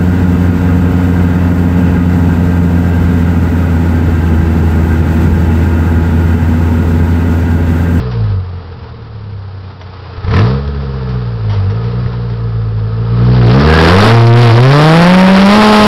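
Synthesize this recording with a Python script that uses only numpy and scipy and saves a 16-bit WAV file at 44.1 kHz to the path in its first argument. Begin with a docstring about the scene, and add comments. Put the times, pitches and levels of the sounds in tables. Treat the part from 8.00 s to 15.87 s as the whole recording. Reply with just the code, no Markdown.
"""On a rocky forest slope a small off-road buggy crawls uphill: it sags, is blipped, labours, then is revved out.
The exhaust booms as six firing orders through a silencer and barks as pulses and gas noise ringing the pipe.
Throbbing noise makes the gas rush, ringing bursts the stone knocks and pops, a wavering sine the belt squeal.
Wide open, a howl of sharp pulses joins in; loud sound overloads a small microphone towards a buzzing square wave."""
import sys
import numpy as np
from scipy import signal
from scipy.fft import rfft, irfft, next_fast_len
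from scipy.io import wavfile
from scipy.ndimage import uniform_filter1d

SR = 44100
rng = np.random.default_rng(int(sys.argv[2]) if len(sys.argv) > 2 else 0)


def pcm_store(signal):
    """Save signal as 16-bit PCM."""
    levels = np.round(np.clip(np.atleast_2d(signal), -1, 1) * 32767)
    wavfile.write(sys.argv[1], SR, levels.astype(np.int16).T)


N = 347049
TIME = np.arange(N) / SR

# exhaust pipe resonances: (frequency [Hz], width [Hz], relative level [dB])
PIPE = [(405.5, 24.5, 3.5), (468.7, 33.8, 3), (687, 43, -14.5), (1037, 53, -18), (1277, 85, -10.5),
        (1738, 59, -18.5)]


def from_db(db):
    """Decibels to gain."""
    return 10 ** (np.asarray(db) / 20)


def rms_one(x):
    """Scale to unit power."""
    return x / np.sqrt(np.mean(x ** 2) + 1e-20)


def in_time(rows):
    """Draw each column of a breakpoint curve as straight lines over every sample."""
    times, *columns = np.transpose(rows)
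    return [np.interp(TIME, times, column) for column in columns]


def drift(rate_hz):
    """Slow random wander of spread 1: noise through two equal low-pass poles at rate_hz."""
    step = 40   # samples between the points of the wander
    pole = np.exp(-2 * np.pi * rate_hz * step / SR)
    settle = 2000   # points dropped while the filter settles
    noise = rng.standard_normal(N // step + 2 + settle)
    slow = signal.lfilter([1], [1, -2 * pole, pole * pole], noise)[settle:]
    return np.interp(np.arange(N) / step, np.arange(len(slow)), rms_one(slow))


def coloured_noise(spectrum):
    """Noise of unit power, its spectrum drawn over log frequency."""
    hz, db = np.transpose(spectrum)
    size = next_fast_len(N)
    bins = np.maximum(np.fft.rfftfreq(size, 1 / SR), 1)
    gain = from_db(np.interp(np.log(bins), np.log(hz), db))
    return rms_one(irfft(rfft(rng.standard_normal(size)) * gain, size)[:N])


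def resonate(x, hz, width_hz):
    """One two-pole resonance, about gain 1 on top."""
    r = np.exp(-np.pi * width_hz / SR)
    feedback = [1, -2 * r * np.cos(2 * np.pi * hz / SR), r * r]
    return signal.lfilter(np.array([1, 0, -1]) * (1 - r * r) / 2, feedback, x + 1e-18)


def firings(turns, unevenness_db):
    """One click a firing cycle, placed between samples, each of its own random strength."""
    at = np.interp(np.arange(1, int(turns[-1])), turns, np.arange(N))
    strength = from_db(unevenness_db * rng.standard_normal(2000))[:len(at)]
    whole = at.astype(int)
    part = at % 1
    early = np.bincount(whole, strength * (1 - part), N + 1)
    late = np.bincount(whole + 1, strength * part, N + 1)
    return (early + late)[:N]


def evened(x):
    """Drop the bass below 300 Hz and hold the running power near 1."""
    x = signal.sosfilt(signal.butter(2, 300, "high", fs=SR, output="sos"), x)
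    return x / np.sqrt(uniform_filter1d(x ** 2, size=4001) + 1e-9)


def boom(turns, speed, level_db, bite_db, flutter_db, wobble_rad, smear_rad):
    """Six firing orders, near sines, slide through the silencer's response; bite tilts them to the top."""
    # response of the silencer: (frequency [Hz], gain [dB])
    silencer = [(30, -15.5), (50, -3.5), (68, -9), (90, 10.5), (115, 3), (145, -11), (180, -9.5),
                (210, -14.5), (250, -24.5), (350, -36), (600, -53), (1300, -52)]
    hz, db = np.transpose(silencer)
    shared_db = level_db + flutter_db * drift(12)
    # at low revs the silencer rings on and smears each pulse over its cycle
    ringing = np.clip((92 - speed) / 20, 0, 1)
    out = np.zeros(N)
    for order in range(1, 7):
        octaves = np.log2(order * speed / 100)   # from 100 Hz
        response_db = np.interp(octaves, np.log2(hz / 100), db)
        gain = from_db(shared_db + bite_db * octaves + response_db)
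        smear = smear_rad * ringing * order * (order - 2)
        phase = 2 * np.pi * order * turns + smear + wobble_rad * drift(5.5)
        out += np.sqrt(2) * gain * np.cos(phase)
    return out


def bark(turns, revs, unevenness_db, rough_slow, rough_fast):
    """Each firing sends a pulse and a puff of gas down the ringing pipe; it is cleaner at high revs."""
    puffs = rng.standard_normal(N) * np.exp(-1.5 * (turns % 1))
    roughness = rough_slow + (rough_fast - rough_slow) * revs
    drive = rms_one(firings(turns, unevenness_db)) + roughness * rms_one(puffs)
    out = np.zeros(N)
    for k, (hz, width_hz, db) in enumerate(PIPE):
        out += (-1) ** k * from_db(db) * resonate(drive, hz, width_hz)   # neighbours in opposite phase
    return evened(out)


def rasp(turns, throb, lag_turns, flicker_db):
    """Gas rush and mechanical clatter: noise that swells once in every firing cycle."""
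    # colour of the rush and clatter: (frequency [Hz], relative level [dB per Hz])
    rasp_colour = [(40, -2), (90, -5.5), (200, 5), (330, -1), (470, 5), (600, 0.5), (900, 4), (1300, 1),
                   (2200, -8.5), (3200, -10), (5000, -10), (6500, -36)]
    swell = np.exp(throb * np.cos(2 * np.pi * (turns - lag_turns)))
    gate = swell / np.sqrt(np.i0(2 * throb))   # a deeper throb keeps the same mean power
    return coloured_noise(rasp_colour) * gate * from_db(flicker_db * drift(21))


def rumble(octaves):
    """The running machine rumbles on the slope: low noise that grows with engine speed."""
    # colour of the rumble: (frequency [Hz], relative level [dB per Hz])
    rumble_colour = [(20, -21), (50, -13.5), (90, 3.5), (140, -4), (250, -13.5), (600, -28), (2000, -58)]
    return from_db(-30 + 4 * octaves) * coloured_noise(rumble_colour)


def forest(x, dull_hz):
    """A few dull echoes come back from the slope and the trunks."""
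    # echoes: (delay [s], level [dB])
    echoes = [(0.011, -10), (0.032, -23), (.058, -25), (0.099, -31.5)]
    dull = signal.sosfilt(signal.butter(1, dull_hz, fs=SR, output="sos"), x)
    return x + sum(from_db(db) * np.interp(TIME - delay, TIME, dull, left=0) for delay, db in echoes)


def knocks():
    """Chassis and wheels hit stones: short gritty contacts ring the chassis."""
    # contacts: (time [s], level [dB], decay to 1/e [s])
    contacts = [(0.112, -28.5, 0.031), (0.829, -36, 0.021), (1.813, -28.5, 0.01), (2.677, -25, 0.0043),
                (3.089, -30.5, .02), (3.495, -25.5, 0.046), (3.53, -34, 0.044), (3.698, -30, 0.025),
                (3.84, -29.5, 0.022), (4.299, -30.5, 0.011)]
    # what the chassis rings with: (frequency [Hz], width [Hz], relative level [dB])
    chassis = [(690, 120, 10), (917, 30, 15), (1450, 670, 0.5), (2830, 880, -10), (4580, 900, -35)]
    force = np.zeros(N)
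    for start, db, decay in contacts:
        fall = np.exp(-np.clip((TIME - start) / decay, 0, 20))
        force += from_db(db) * (TIME >= start) * fall
    grit = rng.standard_normal(N)
    ring = sum(from_db(db) * resonate(grit, hz, width_hz) for hz, width_hz, db in chassis)
    return force * rms_one(ring)


def pops():
    """Late firings crack in the pipe as ringing noise and thump the silencer for a few swings."""
    # exhaust pops: (time [s], thump level [dB], crack level [dB])
    late_firings = [(2.179, -10.5, -37), (2.245, -5, -29.5), (2.281, -3, -21.5), (2.31, -3, -17),
                    (2.337, -13, -10.5), (2.364, -15.5, -9.5), (2.388, -14.5, -9.5), (4.027, -10, -41),
                    (4.061, -3, -30.5)]
    thump_hz, thump_t60_s, crack_t60_s = 90, 0.069, 0.088
    gas = rng.standard_normal(N)
    crack = rms_one(sum(resonate(gas, hz, width_hz) for hz, width_hz, _ in PIPE))
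    out = np.zeros(N)
    for start, thump_db, crack_db in late_firings:
        age = np.maximum(TIME - start, 0)
        thump_gain = from_db(thump_db - 60 * np.minimum(age / thump_t60_s, 2))
        crack_gain = from_db(crack_db - 60 * np.minimum(age / crack_t60_s, 2))
        out -= thump_gain * np.sin(2 * np.pi * thump_hz * age)
        out += crack_gain * crack * (age > 0)
    return out


def howl(turns, lead_turns, unevenness_db):
    """Wide open, a sharp pulse about half a cycle from the firing clicks rings a few broad resonances."""
    # broad resonances: (frequency [Hz], width [Hz], relative level [dB])
    howl_modes = [(624, 338, 2.5), (961, 280, 2.5), (1150, 260, -7.5)]
    drive = -rms_one(firings(turns + lead_turns, unevenness_db))
    return evened(sum(from_db(db) * resonate(drive, hz, width_hz) for hz, width_hz, db in howl_modes))


def belt(waver):
    """The slipping drive belt squeals: one sine with an unsteady pitch."""
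    # squeal: (time [s], frequency [Hz], level [dB])
    squeal = [(5.64, 1701, -70), (5.67, 1670, -15), (5.73, 1599, -11.5), (5.8, 1640, -13.5),
              (5.9, 1625, -17), (5.96, 1620, -64)]
    hz, db = in_time(squeal)
    turns = np.cumsum(hz * (1 + waver * drift(60))) / SR
    return np.sqrt(2) * from_db(db) * np.sin(2 * np.pi * turns)


def limp(turns, speed, from_hz, level_db):
    """Uneven pairs of firings: above a set speed a tone enters an octave below the firing rate."""
    return from_db(level_db) * (speed > from_hz) * np.cos(np.pi * turns)


def scene():
    """Engine speed times the exhaust layers; load and harsh firings bring out bite, bark and gas rush."""
    # engine speed: (time [s], firing rate [Hz])
    speed_curve = [(0.0, 63.9), (0.08, 62.2), (0.39, 46.3), (0.92, 39.2), (1.4, 32.5), (2.01, 29.9),
                   (2.23, 28.0), (2.26, 29.1), (2.35, 42.3), (2.39, 48.8), (2.45, 57.6), (2.52, 66.2),
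                   (2.67, 71.7), (2.8, 69.3), (3.29, 59.0), (3.66, 47.1), (3.77, 56.9), (4.01, 61.1),
                   (4.82, 53.8), (5.35, 62.2), (5.48, 57.9), (5.68, 78.5), (5.87, 82.2), (6.11, 115.8),
                   (6.31, 116.2), (6.42, 121.0), (6.53, 111.6), (6.75, 144.3), (7.15, 184.6), (7.45, 195.1),
                   (7.58, 214.0), (7.87, 210.1)]
    # effort above a steady crawl: (time [s], load [dB], harshness of the firings [dB])
    effort_curve = [(0.0, 4, -0.5), (0.12, -1.5, 3.5), (0.33, 3, 1.5), (0.47, -7, 2), (0.9, -8, 2),
                    (1.35, 1, -1), (1.85, -7.5, 3), (2.25, 3.5, 8), (2.33, 11.5, 7.5), (2.39, 7.5, 15.5),
                    (2.48, 8, 3), (2.63, 0, -2), (3.42, -2, 2.5), (3.53, 2, 4.5), (3.9, -1, 2),
                    (4.75, -1.5, -0.5), (5.08, 0, 1.5), (5.25, 7, 3), (5.39, 12, 2), (5.48, 14.5, 8.5),
                    (5.66, 7, 9), (5.87, 2.5, 20), (6.08, -4, 20), (6.2, -2.5, 11), (6.34, 4.5, 6),
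                    (6.46, 1, 14.5), (6.58, 3, 7), (6.78, 2.5, 4.5), (7.2, 2, 1), (7.7, -0.5, 2.5),
                    (7.87, 4, 1.5)]
    # howl with the throttle wide open: (time [s], level against the boom's level curve [dB])
    howl_curve = [(5.3, -50), (5.6, -21), (6.05, -9), (6.3, -22), (6.56, -13), (6.66, -15), (6.92, -8),
                  (7.12, -18), (7.42, -22), (7.55, -16), (7.87, -13)]
    speed, = in_time(speed_curve)
    load_db, harsh_db = in_time(effort_curve)
    howl_db, = in_time(howl_curve)

    turns = np.cumsum(speed * (1 + 0.0014 * drift(19.1))) / SR   # firing cycles so far
    revs = np.clip((speed - 60) / 90, 0, 1)   # 0 crawling, 1 from 150 firings per second
    octaves = np.log2(speed / 60)   # doublings from crawling speed
    climb = np.clip(np.gradient(octaves) * SR, -1, 1)
    pull = uniform_filter1d(climb, size=4001)   # doublings a second: positive picking up, negative on the overrun

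    # levels: dB at a crawl, dB per doubling of speed, then shares of load, harshness and pull
    boom_db = -15 + 19 * octaves + load_db
    bark_db = -29.5 + 14 * octaves + 0.5 * load_db + 0.79 * harsh_db + 2 * pull
    rush_db = -35 + 17.5 * octaves + load_db + 1.047 * harsh_db
    clatter_db = -40 + harsh_db   # independent of speed, so it stays down to idle
    bite_db = -0.5 + 0.76 * harsh_db + 1.6 * pull   # tilt of the boom, dB per octave
    # flat out the bark gives way to the howl: 50 dB lost per doubling above 120.86 firings per second
    fade_db = 50 * np.maximum(np.log2(speed / 120.86), 0)
    throb = 0.11 + 0.017 * np.maximum(harsh_db, 0)   # harsh firings deepen the throb of the gas rush

    low = boom(turns, speed, boom_db, bite_db, flutter_db=1.4, wobble_rad=0.1, smear_rad=0.873)
    pipe = from_db(bark_db - fade_db) * bark(turns, revs, unevenness_db=1.0, rough_slow=1.0, rough_fast=0.067)
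    rush_gain = np.hypot(from_db(rush_db), from_db(clatter_db))
    rush = rush_gain * rasp(turns, throb, lag_turns=0.52, flicker_db=0.9)
    brass = from_db(boom_db + howl_db) * howl(turns, lead_turns=0.48, unevenness_db=2.3)
    uneven = from_db(boom_db) * limp(turns, speed, from_hz=209, level_db=-28.5)
    echoed = forest(pipe + rush + knocks() + belt(waver=0.02), dull_hz=3020)
    return (low + rumble(octaves) + echoed + pops() + brass + uneven)[None]


def overload(x, limit, order):
    """Nearly straight up to the limit, flat beyond it; a higher order bends more sharply."""
    return x / (1 + np.abs(x / limit) ** order) ** (1 / order)


def record(dry):
    """The narrow-band microphone overloads; some distortion leaks above the band, and peaks flatten again."""
    band = signal.cheby1(8, 0.3, 5690, fs=SR, output="sos")
    above_band = signal.butter(6, 6500, "high", fs=SR, output="sos")
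    top_cut = signal.cheby2(16, 70, 16800, fs=SR, output="sos")   # 70 dB down from 16.8 kHz
    clipped = overload(signal.sosfilt(band, dry), limit=0.7, order=10)
    fizz = from_db(-31.5) * resonate(signal.sosfilt(above_band, clipped), 12000, 3500)
    flattened = overload(signal.sosfilt(band, clipped), limit=0.68, order=30)
    return signal.sosfilt(top_cut, flattened + fizz)


dry = scene()
out = record(dry)
pcm_store(out)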